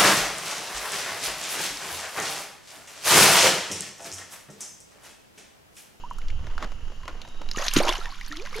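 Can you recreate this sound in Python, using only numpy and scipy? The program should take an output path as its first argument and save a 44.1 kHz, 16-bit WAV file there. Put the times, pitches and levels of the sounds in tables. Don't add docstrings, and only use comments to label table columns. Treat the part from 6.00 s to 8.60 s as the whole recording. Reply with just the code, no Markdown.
import sys
import numpy as np
from scipy import signal
from scipy.fft import rfft, irfft, next_fast_len
from scipy.io import wavfile
from scipy.ndimage import map_coordinates

SR = 44100
rng = np.random.default_rng(int(sys.argv[2]) if len(sys.argv) > 2 else 0)


def digitize_waveform(pressure):
    field = np.atleast_2d(pressure).T
    bounded = np.clip(field, -1, 1)
    quanta = np.round(bounded * 32767).astype(np.int16)
    wavfile.write(sys.argv[1], SR, quanta)


def invert_db(level):
    return 10 ** (np.asarray(level, dtype=float) / 20)


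N = 114660

# frequency_hz, gain_db
CASE_COLOUR = [(6900, 2.5), (7700, -9), (13000, -9.5), (15000, -43)]


def unit(x):
    return x / np.sqrt(np.mean(x ** 2) + 1e-20)


def along(points, hz):
    f, v = np.transpose(points)
    return np.interp(np.log(hz + 1), np.log(f + 1), v)


def curves(rows):
    s, *cols = np.transpose(rows)
    return [np.interp(np.arange(N) / SR, s, c) for c in cols]


def wobble(rate):
    knots = rng.standard_normal(int(N * rate / SR) + 4)
    return map_coordinates(knots, [np.arange(N) * rate / SR])


def filtered(x, response):
    m = next_fast_len(x.shape[-1] + 8192)
    spectrum = rfft(x, m) * response(np.fft.rfftfreq(m, 1 / SR))
    return irfft(spectrum, m)[..., :x.shape[-1]]


def rush(spectrum, alike):
    def mid_side(hz):
        turn = np.arccos(np.clip(along(alike, hz), -1, 1)) / 2
        return invert_db(along(spectrum, hz)) * [np.cos(turn), np.sin(turn)]

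    mid, side = filtered(rng.standard_normal((2, N)), mid_side)
    return unit(np.array([mid + side, mid - side]))


def add(track, s, sound, pan_db):
    part = track[:, round(s * SR):][:, :len(sound)]
    part += invert_db(np.array([[pan_db / 2], [-pan_db / 2]])) * sound[:part.shape[1]]


def grains(level_db, centre_hz, spread, cycles, size_db, count):
    u, t = rng.random((count, 3)), np.arange(500) / SR
    hz = np.clip(centre_hz * np.exp(spread * rng.standard_normal(count)), 300, 13000)[:, None]
    start = (u[:, 0] * (N - 500)).astype(int)
    size = invert_db(level_db[start] - size_db * np.log(u[:, 1] + 0.0019))[:, None]
    tone = np.sin(2 * np.pi * hz * t * (1 + 0.0036 * hz * t))
    shape = (1 - np.exp(-2 * hz * t)) * np.exp(-hz * t / cycles) * (1 - t / t[-1])
    ring = size * tone * shape
    where = (start[:, None] + np.arange(500)).ravel()
    pan_db = 3.8 * (u[:, 2:] - .5)
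    return np.array([np.bincount(where, (ring * invert_db(side * pan_db)).ravel(), N) for side in (1, -1)])


def pockets():
    # start_s,
    # peak_db, pitch_hz, t60_s, pitch_rise_per_s
    early = [(.037, -32, 896, 0.083, 8.5), (0.111, -23.5, 1078, 0.021, -18), (0.11, -37.5, 146, 0.037, -2),
             (0.185, -37, 1254, 0.033, 19), (0.58, -16, 1380, 0.0067, 8), (0.6258, -24.5, 1117, 0.023, 6),
             (0.631, -33, 335, 0.035, -11), (0.641, -34, 175, 0.061, 1), (1.088, -45, 280, 0.025, 0),
             (1.409, -35, 297, 0.025, 5), (1.033, -46, 1050, 0.16, -2), (1.547, -34.5, 1165, 0.13, 6),
             (1.573, -10, 308, 0.0076, 90), (1.583, -23, 1770, 0.025, 8), (1.594, -28.5, 478, 0.064, 46.5),
             (1.616, -34.5, 517, 0.088, 8), (1.6827, 4, 4170, 0.0011, 3.3), (1.759, -19.5, 229, .05, 9),
             (1.7669, -2.5, 305, 0.031, -5.5), (1.775, -21.5, 260, 0.12, 5),
             (1.78, -23.5, 148, 0.093, 20.5), (1.802, -14, 459, 0.066, 52.5), (1.813, -28, 314, 0.15, 7.5),
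             (1.849, -17, 560, 0.023, 5.8), (1.865, -28, 333, 0.098, 3), (1.873, -16.5, 905, 0.034, 8),
             (1.889, -13.5, 956, 0.018, 9), (1.892, -23.5, 337, 0.067, 3.2), (1.986, -29.5, 380, 0.027, 5),
             (2.012, -32, 1325, 0.071, 2.5)]
    # start_s, peak_db, pitch_hz, t60_s, pitch_rise_per_s
    late = [(2.064, -37, 895, 0.069, 5.5), (2.121, -41, 980, 0.068, 19.5), (2.057, -27, 1850, 0.021, -2),
            (2.211, -32.5, 1850, 0.033, 25), (2.315, -30.5, 1777, 0.043, 9.5),
            (2.328, -30, 1290, 0.044, 7.5), (2.524, -45.5, 480, 0.086, 7.5),
            (2.529, -31.5, 1200, 0.03, 2.5), (2.543, -32.5, 2100, 0.053, 11.5),
            (2.556, -34.5, 424, 0.71, 1.7), (2.59, -26, 457, 0.019, 9)]
    track, t = np.zeros((2, N)), np.arange(SR // 4) / SR
    shake = wobble(70), wobble(90)
    for s, db, hz, t60, rise in early + late:
        unsteady = np.clip(t / 0.051, 0, 1)
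        sway, swell = [np.resize(v[round(s * SR):], len(t)) * unsteady for v in shake]
        tone = invert_db(0.83 * swell) * np.sin(2 * np.pi * hz * t * (1 + rise * t / 2) + 1.05 * sway)
        envelope = invert_db(db - 60 * t / t60) * (1 - np.exp(-t * hz / 0.44))
        add(track, s, envelope * tone, -.7)
    return track


def gulp():
    # time_s, pitch_hz, level_db
    hollow = [
        (2.295, 291, -64),
        (2.308, 289, -34.5),
        (2.355, 306, -41.5),
        (2.375, 302.4, -33),
        (2.414, 416, -35),
        (2.459, 636, -43.5),
    ]
    hz, level_db = curves(hollow)
    first_s, last_s = hollow[0][0], hollow[-1][0]
    span = np.abs(np.arange(N) / SR - (first_s + last_s) / 2) < (last_s - first_s) / 2
    turn = 2 * np.pi * np.cumsum(hz) / SR + 0.21 * wobble(70)
    level = invert_db(level_db - 6.5 + 1.4 * wobble(90))
    return span * level * (np.sin(turn) + 0.084 * np.sin(2 * turn))


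def bursts(rows, sharp, wide_db, t60, rise_s):
    track, t = np.zeros((2, N)), np.arange(SR // 6) / SR
    for s, db, hz in rows:
        def colour(f):
            peak = 1j * f * hz / sharp / (hz * hz - f * f + 1j * f * hz / sharp)
            skirt = 1j * f / (400 + 1j * f) / (1 + 1j * f / (6.8 * hz))
            return peak + invert_db(wide_db) * skirt

        puff = rng.standard_normal(len(t)) * invert_db(-60 * t / t60) * (1 - np.exp(-t / rise_s))
        puff = filtered(puff, colour)
        add(track, s, invert_db(db) * puff / np.abs(puff).max(), rng.normal(-0.58, 1))
    return track


def slaps():
    # start_s, peak_db, centre_hz
    hits = [(1.488, -31, 3400), (1.513, -21, 4570), (1.561, -25, 2630), (1.685, -14, 5400),
            (1.736, -14.5, 7600), (1.763, -14.5, 4000), (1.737, -8, 11500), (1.891, -10.5, 3000),
            (2.056, -25.5, 2530), (2.211, -30, 2495), (2.262, -30.5, 5600), (2.3235, -23.5, 4020),
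            (2.369, -26.5, 3850), (2.422, -32.5, 4540), (2.46, -35, 5150), (2.563, -21, 10900)]
    return bursts(hits, 3.6, wide_db=-18.5, t60=0.0088, rise_s=0.0011)


def drips():
    # start_s, peak_db, centre_hz
    falls = [(1.507, -46, 6570), (1.534, -33, 6460), (1.5717, -22, 6900), (1.586, -25, 6100),
             (1.606, -33, 4970), (1.6426, -22.5, 6500), (1.7114, -25.5, 2770), (1.8002, -22.5, 2400),
             (1.8511, -22, 6900), (1.881, -18.5, 2970), (1.9249, -19, 2500), (1.9538, -26, 2850),
             (1.98, -28.5, 6100), (2.146, -37.5, 3280), (2.18, -48, 3630), (2.2478, -44, 2020),
             (2.275, -35.5, 1500), (2.3545, -33.5, 2120), (2.3974, -34, 2470), (2.407, -44, 3570),
             (2.452, -34, 1920), (2.4603, -29.5, 1620), (2.469, -33, 1970), (2.471, -33, 1020),
             (2.592, -31, 3860)]
    return bursts(falls, 11, wide_db=-26, t60=0.013, rise_s=0.00063)


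def churn():
    # time_s, agitation_db, gurgle_over_it_db
    stir = [(1.53, -57, -19), (1.575, -36.5, -5), (1.67, -30.5, -6.5), (1.7, -38.5, -47), (1.745, -34, -29),
            (1.768, -19.5, -22), (1.83, -35, 4.5), (1.89, -27, 1), (1.91, -32, 0.5), (1.99, -38.5, -11),
            (2.08, -46.5, 6), (2.16, -46, -31), (2.4, -48.5, -7), (2.5, -48, -11), (2.6, -34, -6)]
    # frequency_hz, density_db_per_hz
    spray_colour = [(590, -58), (1000, 6), (1310, 5), (6590, -6), (8140, -17), (11300, -11.5), (14400, -29)]
    # frequency_hz, likeness_0_to_1
    likeness = [(300, 1), (4000, 0.57), (13000, 0.51)]
    level_db, depth_db = curves(stir)
    level_db = level_db - 300 * np.clip(stir[0][0] - np.arange(N) / SR, 0, 1)
    ragged_db = 3.8 * wobble(190) + wobble(40.67)
    spray = invert_db(level_db - 5.5 + ragged_db) * rush(spray_colour, likeness)
    fizz = grains(level_db - 9, 4840, 0.58, 12.8, size_db=3.5, count=3000)
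    drops = grains(level_db - 6.5, 1702, 0.402, 9.2, size_db=2.5, count=1000)
    gurgle = grains(level_db + depth_db + 1.5, 951, 0.259, 5.1, size_db=2.5, count=1300)
    return spray + gurgle + drops + through_case(fizz)


def lure():
    # start_s, peak_db
    jingles = [
        (1.705, -45),
        (1.736, -28),
        (1.776, -30),
        (1.824, -32),
        (2.279, -46),
    ]
    # pitch_hz, level_db, t60_s
    modes = [
        (8750, 4, 0.051),
        (12600, -2.5, 0.062),
        (13800, -3, .06),
    ]
    track, t = np.zeros((2, N)), np.arange(SR // 8) / SR
    for s, db in jingles:
        for side, side_db in enumerate((-4, 2.5)):
            ring = 0
            for hz, level, t60 in modes:
                decay = invert_db(level + rng.normal(0, 2.4) - 60 * t / t60)
                drift = np.cumsum(rng.normal(0, 0.056, len(t)))
                ring = ring + decay * np.sin(2 * np.pi * hz * t + 1.7 * side + drift)
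            track[side, round(s * SR):][:len(t)] += invert_db(db + side_db) * (1 - np.exp(-t / 0.0021)) * ring
    return track


def ticks():
    # start_s, peak_db, centre_hz
    knocks = [(.103, -42, 8700), (.132, -40.5, 10700), (.184, -32, 8500), (.216, -37, 1780),
              (.283, -35, 3800), (.301, -34, 2250), (.468, -32.5, 760), (.579, -30.5, 3320),
              (.625, -26.5, 1100), (.644, -31, 1300), (.605, -35.5, 1370), (.718, -35.5, 860),
              (.851, -43.5, 263), (.88, -41.5, 1270), (.9, -41, 290), (.919, -38.5, 610),
              (.958, -46, 11000), (1.032, -41, 1520), (1.054, -36, 400), (1.249, -37.5, 910),
              (1.276, -38, 810), (1.286, -36.5, 7850), (1.0785, -23.5, 1090), (1.216, -31, 3450),
              (1.415, -30, 650)]
    return bursts(knocks, 1.7, wide_db=-23.5, t60=0.022, rise_s=0.00058)


def rubbing():
    # time_s, level_db
    rub = [(0, -59.5), (.36, -56), (.5, -48.5), (.56, -53), (.64, -38.5), (.69, -54.5), (1.075, -59.5),
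           (1.085, -37), (1.13, -51), (1.18, -52.5), (1.42, -53.5), (1.5, -52.5)]
    # frequency_hz, density_db_per_hz
    scuff_colour = [(120, -57), (220, 8), (1300, 5.5), (2500, -3.5), (7000, -13.5), (7800, -23),
                    (12500, -32), (14500, -62)]
    level_db, = curves(rub)
    level_db = level_db - 200 * np.clip(np.arange(N) / SR - rub[-1][0], 0, 1)
    ragged_db = 3 * wobble(160)
    scuff = invert_db(level_db - 1.0 + ragged_db) * rush(scuff_colour, [(300, 0.97), (9000, 0.62)])
    return scuff + grains(level_db - 0.5, 1370, 0.546, 2.3, size_db=3.5, count=900)


def bank(x, t60):
    t = np.arange(SR // 6) / SR
    a, b = rng.standard_normal((2, len(t))) * invert_db(-60 * t / t60)
    tail = np.array([a + 0.42 * b, a - .25 * b])
    return signal.fftconvolve(x, tail / np.linalg.norm(tail[0]), axes=1)[:, :N]


def through_case(x):
    return filtered(x, lambda hz: invert_db(along(CASE_COLOUR, hz)))


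def wind():
    # time_s, buffeting_db, brightness_db
    gusts = [(0, -34, -31), (.2, -31, -21.5), (.25, -22, -28), (.33, -22.5, -17), (.41, -24.5, -5),
             (.47, -28.5, -8), (.52, -25, -22), (.78, -30, -18.5), (.88, -26.5, -15.5), (1.0, -34, -16.5),
             (1.3, -34, -16.5), (1.7, -26, -37), (2.6, -39, -20)]
    # frequency_hz, density_db_per_hz
    rumble_colour = [(3, -31), (7, 19), (22, 11.5), (45, -8.5), (110, -54), (400, -140)]
    # frequency_hz, density_db_per_hz
    flutter_colour = [(30, -56), (60, 2.5), (100, -8.5), (350, -48.5), (1200, -120)]
    level_db, bright_db = curves(gusts)
    rumble = rush(rumble_colour, [(30, 0.97)])
    flutter = invert_db(bright_db + 2.0 * wobble(30.25) - 1.5) * rush(flutter_colour, [(30, 0.89)])
    return invert_db(level_db) * (rumble + flutter) * invert_db(np.array([[-3.], [2.5]]))


def stream():
    # frequency_hz, density_db_per_hz
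    stream_colour = [(90, -3), (160, 3.5), (600, -14.5), (1350, -10.5), (2200, -19), (7000, -17),
                     (7800, -33.5), (12500, -28.5), (14500, -66)]
    level_db = -51 - 3 + .8 * wobble(15.45)
    return invert_db(level_db) * rush(stream_colour, [(300, 0.86), (9000, 0.65)])


def insects():
    centre_hz, width_hz, level_db = 2910, 324, -56.5
    band = lambda hz: np.exp(-((hz - centre_hz) / width_hz) ** 2)
    drone = unit(filtered(rng.standard_normal((2, N)), band))
    return invert_db(level_db + 0.93 * wobble(39.7)) * drone


def cricket():
    start_s, long_s, strokes_hz = 1.215, .29, 43.5
    pitch_hz, level_db = 3870, -53.5
    t = np.arange(N) / SR
    on = np.clip(np.minimum(t - start_s, start_s + long_s - t) / .03, 0, 1)
    beat = (t - start_s) * strokes_hz % 1
    pulse = np.sin(np.pi * np.clip(beat / 1.5, 0, 1)) ** 2
    tone = np.sin(2 * np.pi * np.cumsum(pitch_hz - 250 * (beat - .3)) / SR)
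    return invert_db(level_db) * on * pulse * tone


def scene():
    near = pockets() + gulp() + slaps() + drips() + ticks()
    near = through_case(near + invert_db(-11.0) * bank(near, 0.093))
    background = stream() + insects() + cricket() + wind()
    return near + churn() + lure() + rubbing() + background


def roll_off(x):
    return signal.sosfilt(signal.butter(12, 14530, fs=SR, output="sos"), x)


def record(dry):
    return roll_off(dry)


dry = scene()
out = record(dry)
digitize_waveform(out)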